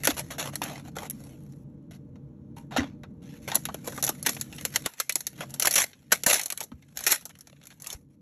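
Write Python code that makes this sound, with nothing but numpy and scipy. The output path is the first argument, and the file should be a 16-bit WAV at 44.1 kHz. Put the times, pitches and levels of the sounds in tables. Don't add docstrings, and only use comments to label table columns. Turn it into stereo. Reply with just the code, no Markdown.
import sys
import numpy as np
from scipy import signal
from scipy.fft import rfft, irfft, next_fast_len
from scipy.io import wavfile
from scipy.ndimage import uniform_filter1d, minimum_filter1d

SR = 44100
rng = np.random.default_rng(int(sys.argv[2]) if len(sys.argv) > 2 else 0)


def amplitude_ratio(level_db):
    exponent = np.asarray(level_db, float) / 20
    return 10 ** exponent


def dump(signal):
    limited = np.clip(np.atleast_2d(signal).T, -1, 1)
    pcm = np.round(limited * 32767).astype(np.int16)
    wavfile.write(sys.argv[1], SR, pcm)


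N = 362061

# time_s, level_db
RUMBLE = [(0, -42.5), (2, -45.5), (2.6, -45), (3.5, -44), (4.86, -45), (4.9, -66), (5.15, -61.5),
          (5.4, -46), (5.8, -50.5), (5.9, -62), (6.2, -51), (6.4, -60.5), (6.9, -56), (7.4, -58.5),
          (8.21, -56)]
# freq_hz, density_db
FAN = [(15, -50), (25, -23.5), (100, -7.5), (122, -13.5), (137, 4), (155, -6.5), (220, -6), (312, -10),
       (401, -27.5), (480, -16), (530, -32), (590, -21), (700, -48.5), (900, -78)]
# freq_hz, gain_db
AIR = [(250, -31.5), (400, 4), (650, -13), (800, 2), (2000, -19.5), (6000, -28), (11000, -31.5),
       (14000, -56.5)]
# freq_hz, gain_db
FIZZ = [(2500, -27.5), (4500, -6.5), (6500, -6), (9000, -1.5), (11000, -1), (12000, -7), (13200, -20.5),
        (15800, -32), (16500, -76)]
# freq_hz, gain_db
CRACK = [(600, -40), (1400, -2), (2000, 4), (3000, 2), (4300, -0.5), (7000, -9), (13000, -32.5)]
# freq_hz, gain_db
BOARD = [(120, -21.5), (300, -6.5), (600, 2.5), (850, 0.5), (1100, -3), (1500, -3.5), (2600, -35.5),
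         (14000, -52)]
# time_s, level_db
RUSTLE = [(0, -53), (.8, -66.5), (1.5, -85), (2.3, -85), (3.2, -83.5), (3.5, -59), (4.3, -55), (5.2, -63.5),
          (5.6, -55.5), (6.1, -70.5), (6.45, -51.5), (6.7, -74.5), (7.2, -68.5), (7.9, -71), (8.02, -86),
          (8.21, -87.5)]
# start_s, end_s, fizz_start_db, fizz_end_db, crack_over_fizz_db
RUBS = [(.168, .208, -33, -33, -6), (.305, .361, -39.5, -54, 2), (.383, .495, -32.5, -41.5, -3),
        (.525, .542, -55, -43.5, 0), (.62, .809, -39, -55.5, 1), (.84, .891, -61, -53, -2),
        (.955, 1.068, -50.5, -43.5, -4), (1.1, 1.269, -58, -56.5, -7.5), (1.26, 1.48, -57.5, -70.5, -6.5),
        (1.49, 1.636, -65, -73.5, -9.5), (2.565, 2.644, -51, -74, -3.5), (2.71, 2.763, -57.5, -54, 10),
        (2.764, 2.873, -41, -71, 15), (3.478, 3.526, -33, -52, 1), (3.52, 3.564, -48.5, -37, 2),
        (3.845, 4.008, -44.5, -42.5, -12.5), (4.03, 4.111, -33, -73, 1.5), (5.38, 5.438, -57.5, -42.5, 1),
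        (6.266, 6.348, -15, -26, -12), (6.46, 6.628, -87, -45.5, -4), (6.88, 6.953, -69, -67.5, -8),
        (7.8, 7.94, -59, -40, -10), (8.1, 8.151, -77, -74.5, -6)]
# start_s, end_s, fizz_start_db, fizz_end_db, crack_over_fizz_db
PULLS = [(.075, .106, -32.5, -31.5, -0.5), (.143, .171, -36.5, -52.5, -11.5), (1.91, 1.968, -56, -60.5, 0),
         (3.22, 3.376, -63.5, -58, 1), (3.42, 3.499, -57.5, -57, -1), (4.265, 4.438, -31.5, -53.5, -13),
         (4.53, 4.628, -52, -45, -8), (4.72, 4.762, -54, -30, -4), (4.835, 4.861, -59, -36, 0),
         (4.97, 4.999, -64, -38, -9), (5.6, 5.756, -37.5, -33, -9), (5.757, 5.831, -18, -22.5, -7.5),
         (6.124, 6.159, -15, -38, -5), (6.352, 6.43, -25, -39.5, -5.5), (6.958, 7.073, -49, -40, -6),
         (7.067, 7.108, -23, -30.5, -7), (7.095, 7.124, -36, -21, -8), (7.123, 7.203, -15, -57.5, -7.5),
         (7.615, 7.74, -73, -60, -10)]
# strokes, board_over_crack_db
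STROKE_KINDS = [(RUBS, 1), (PULLS, -7.5)]
# start_s, fizz_db, crack_over_fizz_db
TAPE_SNAPS = [(.035, -26.5, -1.5), (.0462, -19.5, -4), (.0524, -12, -6), (1.0994, -26, -26),
              (1.1066, -32, -9), (2.763, -43, 2), (3.6536, -19, -2.5), (4.4116, -16, -12.5),
              (4.5261, -39, 5.5), (5, -9.5, -8.5), (5.0942, -14.5, -2), (5.2682, -15.5, -16),
              (5.7267, -16.5, -12.5), (5.7386, -10.5, -13.5), (5.9316, -60.5, 21), (6.3952, -19.5, -0.5),
              (6.5021, -18.5, -6), (6.5751, -24, -8.5), (6.6052, -20.5, -8.5), (6.8234, -55, 10),
              (6.9721, -20.5, -6.5), (7.0389, -21.5, -11.5), (7.0657, -9.5, -2), (7.108, -14.5, -7.5),
              (7.5644, -62.5, 9), (7.655, -42, -6), (7.7036, -47.5, 5), (7.7998, -41, -17),
              (7.8434, -34, -5), (7.9023, -27, -9)]
# start_s, fizz_db, crack_over_fizz_db
FILM_SNAPS = [(.1935, -23.5, -21), (.618, -28, 5.5), (2.771, -26, 7), (3.8821, -30.5, -1.5),
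              (4.0258, -13.5, -24), (4.0473, -15, -20), (4.2632, -17, -8), (4.3659, -42, 10),
              (4.5835, -39, 4.5), (4.651, -9.5, -8), (4.7591, -9.5, -5.5), (5.1234, -20.5, -32),
              (5.2062, -21.5, -15), (5.5976, -11, -12.5), (5.6227, -10.5, -6), (5.656, -10.5, -8),
              (5.7095, -10.5, -20), (6.1217, -14, -4.5), (6.2354, -17, -7), (6.342, -14.5, -4.5),
              (6.4587, -16, -16), (7.1188, -4.5, -18), (7.3529, -49, 5), (7.4086, -34, -17),
              (7.614, -57, 10.5), (7.6698, -33.5, -12), (7.8211, -29.5, -31), (7.8627, -36.5, 3.5),
              (7.87, -20.5, -21)]
# start_s, fizz_db, crack_over_fizz_db
WRAP_SNAPS = [(.0723, -6.5, -4.5), (.106, -20, -4), (.3968, -32, -2), (.5556, -17, -13.5),
              (.6383, -21.5, -15), (.9852, -29, 0), (1.2382, -41.5, -15), (1.5224, -50, -7),
              (3.5167, -28, 9), (3.5551, -8.5, -41), (3.7434, -26.5, -3), (4.066, -16.5, -13),
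              (4.2926, -14.5, -12), (4.3488, -29, -28), (4.6105, -28, -11), (4.8605, -13, -2.5),
              (4.9367, -36, -11), (5.1556, -8.5, -16.5), (5.4066, -31.5, 4), (5.6712, -6, -9.5),
              (5.7562, -6.5, -14.5), (6.2636, -3.5, -17.5), (6.2991, -15, -28.5), (6.3303, -13.5, -20),
              (6.4138, -19, -18), (6.4338, -19.5, -31.5), (6.5231, -19, -10.5), (6.99, -25.5, -10),
              (7.4714, -38, -5.5), (7.637, -44.5, -2)]
# start_s, fizz_db, crack_over_fizz_db
BOARD_SNAPS = [(.308, -30, -17), (.85, -50, 3.5), (.9657, -29.5, -4), (2.1564, -67, 14.5),
               (3.034, -50.5, 11.5), (3.5464, -19.5, -11.5), (3.687, -45.5, 13.5), (3.8745, -25.5, -5.5),
               (3.922, -36.5, 0.5), (3.9769, -31.5, -2), (4.0394, -14, -39), (4.0911, -11, -16.5),
               (4.2275, -23.5, -24), (5.5054, -35.5, -30), (5.5402, -22.5, -22), (5.6485, -32.5, 4),
               (6.6373, -26, -24), (6.7167, -57.5, 10), (7.006, -26, -16.5), (7.21, -37, -18),
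               (7.2541, -23.5, -22.5), (7.2933, -40, -8), (7.3884, -42, -16), (7.9286, -25.5, -16)]
# snaps, board_over_crack_db, ring_t60_s
SNAP_KINDS = [
    (TAPE_SNAPS, -15, 0.037),
    (FILM_SNAPS, -7.5, 0.031),
    (WRAP_SNAPS, -.5, 0.03),
    (BOARD_SNAPS, 7.4, 0.04),
]
# start_s, length_s, fizz_db, crack_over_fizz_db
CLUMPS = [(0.035, 0.013, -35, -2), (0.093, .035, -32.5, -2.5), (0.31, .022, -39, -9),
          (0.392, 0.0223, -29.5, -3), (2.774, 0.016, -38, 7), (3.552, 0.0075, -17.5, -29.5),
          (4.074, 0.013, -27.5, -1.5), (4.248, 0.025, -41, 1.5), (4.261, 0.017, -17.5, -3.5),
          (4.282, 0.019, -37, 6.5), (4.365, 0.013, -60, 20), (4.581, 0.016, -57.5, 15.5),
          (4.74, 0.017, -52, 9.5), (4.851, 0.017, -47, 6), (5.41, 0.021, -49, 9),
          (5.624, 0.013, -21.5, -15.5), (5.653, 0.0088, -16.5, -8.5), (5.672, .013, -16, -8.5),
          (5.713, 0.0063, -19, -19.5), (5.741, 0.01, -23, -11.5), (5.756, .018, -17, -7),
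          (5.778, 0.015, -22, 0), (5.798, .012, -20.5, -10), (6.107, .013, -52.5, 5.5),
          (6.118, 0.02, -13.5, -7), (6.262, 0.013, -14.5, -10), (6.298, 0.0072, -18.5, -2),
          (6.305, 0.019, -19.5, -2), (6.329, 0.011, -14, -6), (6.339, .013, -15, -10.5),
          (6.369, .009, -25, -9.5), (6.883, .014, -67, 3.5), (6.923, .01, -68, 7), (7.064, 0.026, -17, -12),
          (7.1, 0.015, -27.5, -4.5), (7.112, 0.012, -17, -10), (7.141, .014, -27.5, -10),
          (7.156, .01, -27.5, -8.5), (7.297, 0.022, -53.5, 3), (7.708, 0.021, -57, 3.5),
          (7.941, 0.032, -55.5, -4)]
# start_s, level_db, pitch_hz, t60_s
KNOCKS = [
    (0.087, -17.5, 297, 0.046),
    (0.617, -36, 286, 0.18),
    (2.783, -20, 273.6, 0.21),
    (4.093, -24, 320, 0.03),
    (4.26, -40, 298.5, 0.21),
    (4.862, -15, 251, 0.017),
    (5.676, -35, 320, 0.038),
    (6.121, -20, 193.6, 0.055),
    (6.266, -15.5, 210.6, 0.026),
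    (6.719, -35, 240, 0.084),
]
# start_s, level_db, pitch_hz, t60_s
THUDS = [
    (0.127, -37.5, 80.7, 0.16),
    (2.794, -23.5, 87, 0.084),
    (5.817, -43.5, 75, 0.11),
    (6.279, -39, 45.4, 0.15),
    (6.735, -37, 75, 0.11),
    (6.98, -48, 69.8, 0.096),
    (7.946, -29.5, 60, 0.078),
]
# start_s, level_db, pitch_hz, t60_s
RINGS = [(0.617, -21.5, 888, 0.024), (2.567, -46, 922, 0.19), (2.57, -57, 2800, 0.12),
         (2.71, -41.5, 980, 0.12), (2.715, -51, 2800, .12), (3.517, -30.5, 904, 0.062),
         (3.694, -31, 1254, 0.029), (3.981, -23.5, 1170, 0.026), (4.262, -28.5, 1890, 0.11),
         (5.001, -23, 1300, 0.033), (5.095, -21.5, 2300, 0.027), (5.6485, -23, 1300, .025),
         (5.673, -18, 1720, 0.023), (6.121, -13.5, 1495, 0.05), (6.262, -18.5, 1772, 0.052),
         (7.9025, -32, 3500, 0.032)]
# start_s, level_db, pitch_hz, t60_s
HIGH_RINGS = [
    (1.0988, -23, 11100, 0.02),
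    (1.1087, -22.5, 11000, 0.014),
    (3.5543, -13.5, 11960, 0.02),
    (4.09, -19.5, 11200, 0.015),
]
# start_s, fizz_db, crack_over_fizz_db
TICKS = [(0.1873, -35, -11), (0.4151, -40, 4), (0.4265, -26, 1), (0.6598, -40.5, 9), (0.7573, -46, 10),
         (0.778, -50, 11), (0.7997, -56, -8), (1.5343, -61, 5.5), (1.9423, -55.5, 7.5), (3.2998, -55, -6),
         (3.533, -41, 8), (3.636, -39, -18), (3.6684, -49, -5), (3.8085, -60, -4), (3.856, -38, -5),
         (3.9134, -45, -12), (3.9535, -39, -4.5), (4.1688, -56, -12), (4.3202, -36, -15),
         (4.3332, -38, -10), (4.3853, -43, -15), (4.4, -31, -17), (4.563, -35, -18), (4.632, -43, -13),
         (4.645, -40, -1), (4.7038, -40, -7), (4.725, -36, -8), (4.8213, -34, -7), (4.8393, -41, -6),
         (4.9186, -49, -11), (4.9715, -48, -12), (4.982, -42, -3), (4.99, -37, -7), (5.2733, -23, -16.5),
         (5.378, -42, -4), (5.4908, -48, -9), (5.496, -40, -14), (5.615, -22, -10.5), (5.8402, -13.5, -7),
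         (6.173, -33, -6), (6.209, -48, -12), (6.2219, -49, -17), (6.2787, -19, -8), (6.285, -18, -4.5),
         (6.481, -34, -14), (6.6125, -26, -2), (6.6287, -24, -20), (7.0004, -48, 8), (7.0233, -45, -11.5),
         (7.036, -30, -13.5), (7.0517, -34, -1.5), (7.2233, -42, -3), (7.4194, -51, -20), (7.4975, -47, 1),
         (7.5279, -58, 11.5), (7.6294, -51, 1), (7.69, -53, -10), (7.7249, -54, 8), (7.8345, -49, -1),
         (7.89, -46, 1)]
# freq_hz, likeness_0_to_1
SAME = [(60, .9995), (150, .998), (300, .99), (600, .93), (1100, .4), (1500, .93), (2100, .93), (3000, .35),
        (4300, .65), (4900, .9), (5800, .96), (7400, .85), (9000, .997), (13000, .96), (14000, .4),
        (15500, .95)]
# freq_hz, lead_rad
LEAD = [(1400, 0), (2500, .5), (4000, .8), (4900, 3.1), (5700, 6.2), (6300, 6.5), (8300, 9.1), (9600, 9.7),
        (11900, 12.3), (13700, 12.8), (14700, 15.5), (16000, 15.7)]
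DROPOUT_BANDS_HZ = [4000, 4750, 5150, 6900, 8300, 9600, 11000, 12400, 13200, 14000, 15000, 22050]


def evened(x):
    return x / np.sqrt(np.mean(x ** 2) + 1e-20)


def read(points, hz):
    table_hz, value = np.transpose(points)
    return np.interp(np.log(hz + 1), np.log(table_hz + 1), value)


def level_curve_db(points):
    time_s, level_db = np.transpose(points)
    return np.interp(np.arange(N) / SR, time_s, level_db)


def coloured(x, spectrum):
    size = 8192
    gain_db = read(spectrum, abs(np.fft.fftfreq(size, 1 / SR)))
    response = np.exp(np.conj(signal.hilbert(np.log(amplitude_ratio(gain_db)))))
    taps = np.fft.ifft(response).real[:size // 2]
    return signal.oaconvolve(x, taps[None] / np.linalg.norm(taps))[:, :N]


def room():
    fan = evened(coloured(rng.standard_normal((2, N)), FAN))
    air = evened(coloured(rng.standard_normal((2, N)), AIR))
    return amplitude_ratio(level_curve_db(RUMBLE)) * (fan + amplitude_ratio(-26.5) * air)


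def dying(t, t60, tail_db, tail_t60):
    rise = 1 - np.exp(-t / 0.0012)
    ring = amplitude_ratio(-60 * t / t60) ** 2
    tail = amplitude_ratio(tail_db - 60 * t / tail_t60) ** 2
    return rise * (ring + tail)


def crinkle(per_s, spread_db, t60):
    size_db = spread_db * np.minimum(rng.exponential(1, N), 4)
    releases = amplitude_ratio(size_db) ** 2 * (rng.random(N) < per_s / SR)
    burst = dying(np.arange(2000) / SR, t60, tail_db=-18, tail_t60=.04)
    power = signal.oaconvolve(releases, burst)[:N].clip(0)
    return power / power.mean()


def panels(patchy_db):
    real, imag, patches = rng.standard_normal((3, 2, N // 128 + 5, 257))
    patches = uniform_filter1d(patches[0], size=14, axis=0)
    patches = evened(uniform_filter1d(patches, size=2, axis=1))
    z = (real + 1j * imag) * amplitude_ratio(patchy_db * patches)
    return evened(signal.istft(z.swapaxes(1, 2), nperseg=512, noverlap=384)[1][:, :N])


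def film():
    creases = .45 + .55 * crinkle(per_s=300, spread_db=3.1, t60=.018)
    grain = 0.5 + 0.5 * crinkle(per_s=6600, spread_db=1.5, t60=0.0007)
    sudden = (snaps() + ticks()) * np.sqrt(grain)
    drive = np.sqrt(sudden + clumps() * grain + strokes() * creases * grain)
    out = np.zeros((2, N))
    for part_drive, spectrum in zip(drive, [FIZZ, CRACK, BOARD]):
        out += coloured(part_drive * panels(patchy_db=3.8), spectrum)
    return out


def strokes():
    t = np.arange(N) / SR
    power = amplitude_ratio(level_curve_db(RUSTLE) + np.array([[0], [-4], [-7]])) ** 2
    for rows, board_db in STROKE_KINDS:
        for start_s, end_s, first_db, last_db, crack_db in rows:
            stop_db = np.clip(28 - .8 * (first_db - last_db), 2, 21)
            times_s = [start_s - .004, start_s, end_s, end_s + .018, end_s + .15]
            levels_db = [first_db - 40, first_db, last_db, last_db - stop_db, last_db - stop_db - 32]
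            near = slice(*np.searchsorted(t, [times_s[0], times_s[-1]]))
            fizz_db = np.interp(t[near], times_s, levels_db)
            power[:, near] += amplitude_ratio(fizz_db + np.array([[0], [crack_db], [crack_db + board_db]])) ** 2
    return power


def snaps():
    power, t = np.zeros((3, N + 8000)), np.arange(8000) / SR
    slower, trim_db = [1, 1.51, 1.5], [-2.5, -6.5, -5]
    rise_s = [.0004, .0009, .0025]
    for rows, board_db, t60 in SNAP_KINDS:
        for part, share_db in enumerate([0, 0, board_db]):
            release = amplitude_ratio(7 - 60 * t / (0.0068 * slower[part])) ** 2
            ring = dying(t, t60 * slower[part], tail_db=-25, tail_t60=0.21)
            burst = (release + ring) * np.minimum(t / rise_s[part], 1) ** 2
            for start_s, fizz_db, crack_db in rows:
                level_db = fizz_db + (part > 0) * crack_db + share_db + trim_db[part]
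                power[part, round(start_s * SR):][:len(t)] += amplitude_ratio(level_db) ** 2 * burst
    return power[:, :N]


def clumps():
    power = np.zeros((3, N))
    skew, board_db = .7, -6.5
    for start_s, length_s, fizz_db, crack_db in CLUMPS:
        phase = np.linspace(0, 1, round(length_s * SR)) ** skew
        arch = np.sin(np.pi * phase) ** 2
        level_db = fizz_db + np.array([[0], [crack_db], [crack_db + board_db]])
        power[:, round(start_s * SR):][:, :len(arch)] += arch * amplitude_ratio(level_db) ** 2
    return power


def clicks():
    click_db, click_lag_s, echo_s, echo_db = 0.5, .0005, .0016, -4
    kicks = np.zeros((2, 2, N + 400))
    for rows, _, _ in SNAP_KINDS:
        for start_s, fizz_db, crack_db in rows:
            sign, apart, luck = rng.uniform(-1, 1, size=3)
            bounce = (echo_s * (1 + 0.28 * luck), echo_db + 5.4 * luck)
            for lag_s, path_db in [(0, 0), bounce]:
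                level_db = click_db + path_db + fizz_db + np.array([0, crack_db])
                size = np.sign(sign) * amplitude_ratio(level_db)
                kicks[:, :, round((start_s + click_lag_s + lag_s) * SR)] += np.outer(size, [1, apart])
    return coloured(kicks[0], FIZZ) + coloured(kicks[1], CRACK)


def knocks():
    out, t = np.zeros(N + 16000), np.arange(16000) / SR
    mode_ratio_height = [(1, 1), (1.06, .6), (.88, 0.56), (1.17, 0.18)]
    for start_s, level_db, pitch_hz, t60 in KNOCKS + THUDS + RINGS + HIGH_RINGS:
        modes = np.zeros(len(t))
        for ratio, height in mode_ratio_height:
            modes += height * np.sin(2 * np.pi * (ratio * pitch_hz * t + rng.random()))
        rise = 1 - np.exp(-t * pitch_hz / 0.6)
        out[round(start_s * SR):][:len(t)] += amplitude_ratio(level_db + 0.5 - 60 * t / t60) * rise * modes
    return out[:N]


def ticks():
    power, t = np.zeros((3, N + 4000)), np.arange(4000) / SR
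    burst = dying(t, t60=0.019, tail_db=-18, tail_t60=0.061)
    for start_s, fizz_db, crack_db in TICKS:
        level_db = -0.5 + fizz_db + np.array([[0], [crack_db], [crack_db - 5]])
        power[:, round(start_s * SR):][:, :len(t)] += burst * amplitude_ratio(level_db) ** 2
    return power[:, :N]


def scene():
    return film() + clicks() + knocks() + room()


def treble_dropouts(ports, below_db, attack_db):
    mid_side = np.array([ports.sum(0), ports[0] - ports[1]]) / 2
    hz, _, z = signal.stft(mid_side, SR, nperseg=512, noverlap=384)
    band = np.searchsorted(DROPOUT_BANDS_HZ, hz) - 1
    level = np.array([(abs(z[:, band == b]) ** 2).mean(1) for b in range(band.max() + 1)])
    airy_db = 10 * (np.array(DROPOUT_BANDS_HZ[:-1]) > 13000)[:, None, None]
    loudest = level.max((0, 1))
    before = np.roll(uniform_filter1d(loudest, size=5), 4)
    attack = loudest > amplitude_ratio(attack_db) ** 2 * before
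    steady = minimum_filter1d(1. * ~attack, size=3)
    threshold = uniform_filter1d(loudest, size=7) * amplitude_ratio(below_db - airy_db) ** 2
    shut = uniform_filter1d(level, size=7) < threshold
    z = z * (1 - .99 * (shut * steady)[band].swapaxes(0, 1) * (band >= 0)[:, None])
    z = z * (hz < 16300)[:, None]
    mid, side = signal.istft(z, nperseg=512, noverlap=384)[1][:, :N]
    return np.array([mid + side, mid - side])


def band_limit(x):
    return signal.sosfilt(signal.butter(12, 16510, fs=SR, output="sos"), x)


def record(dry):
    size = next_fast_len(N + SR)
    hz = np.fft.rfftfreq(size, 1 / SR)
    shared, apart = rfft(dry, size)
    same = read(SAME, hz)
    turn = np.exp(.5j * np.interp(hz, *np.transpose(LEAD)))
    shared = shared * np.sqrt((1 + same) / 2)
    apart = apart * np.sqrt((1 - same) / 2)
    ports = irfft(np.array([(shared + apart) * turn, (shared - apart) / turn]), size)[:, :N]
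    ports = .78 * np.tanh(ports / .78)
    ports = treble_dropouts(ports, below_db=-17, attack_db=11)
    return band_limit(ports)


dry = scene()
out = record(dry)
dump(out)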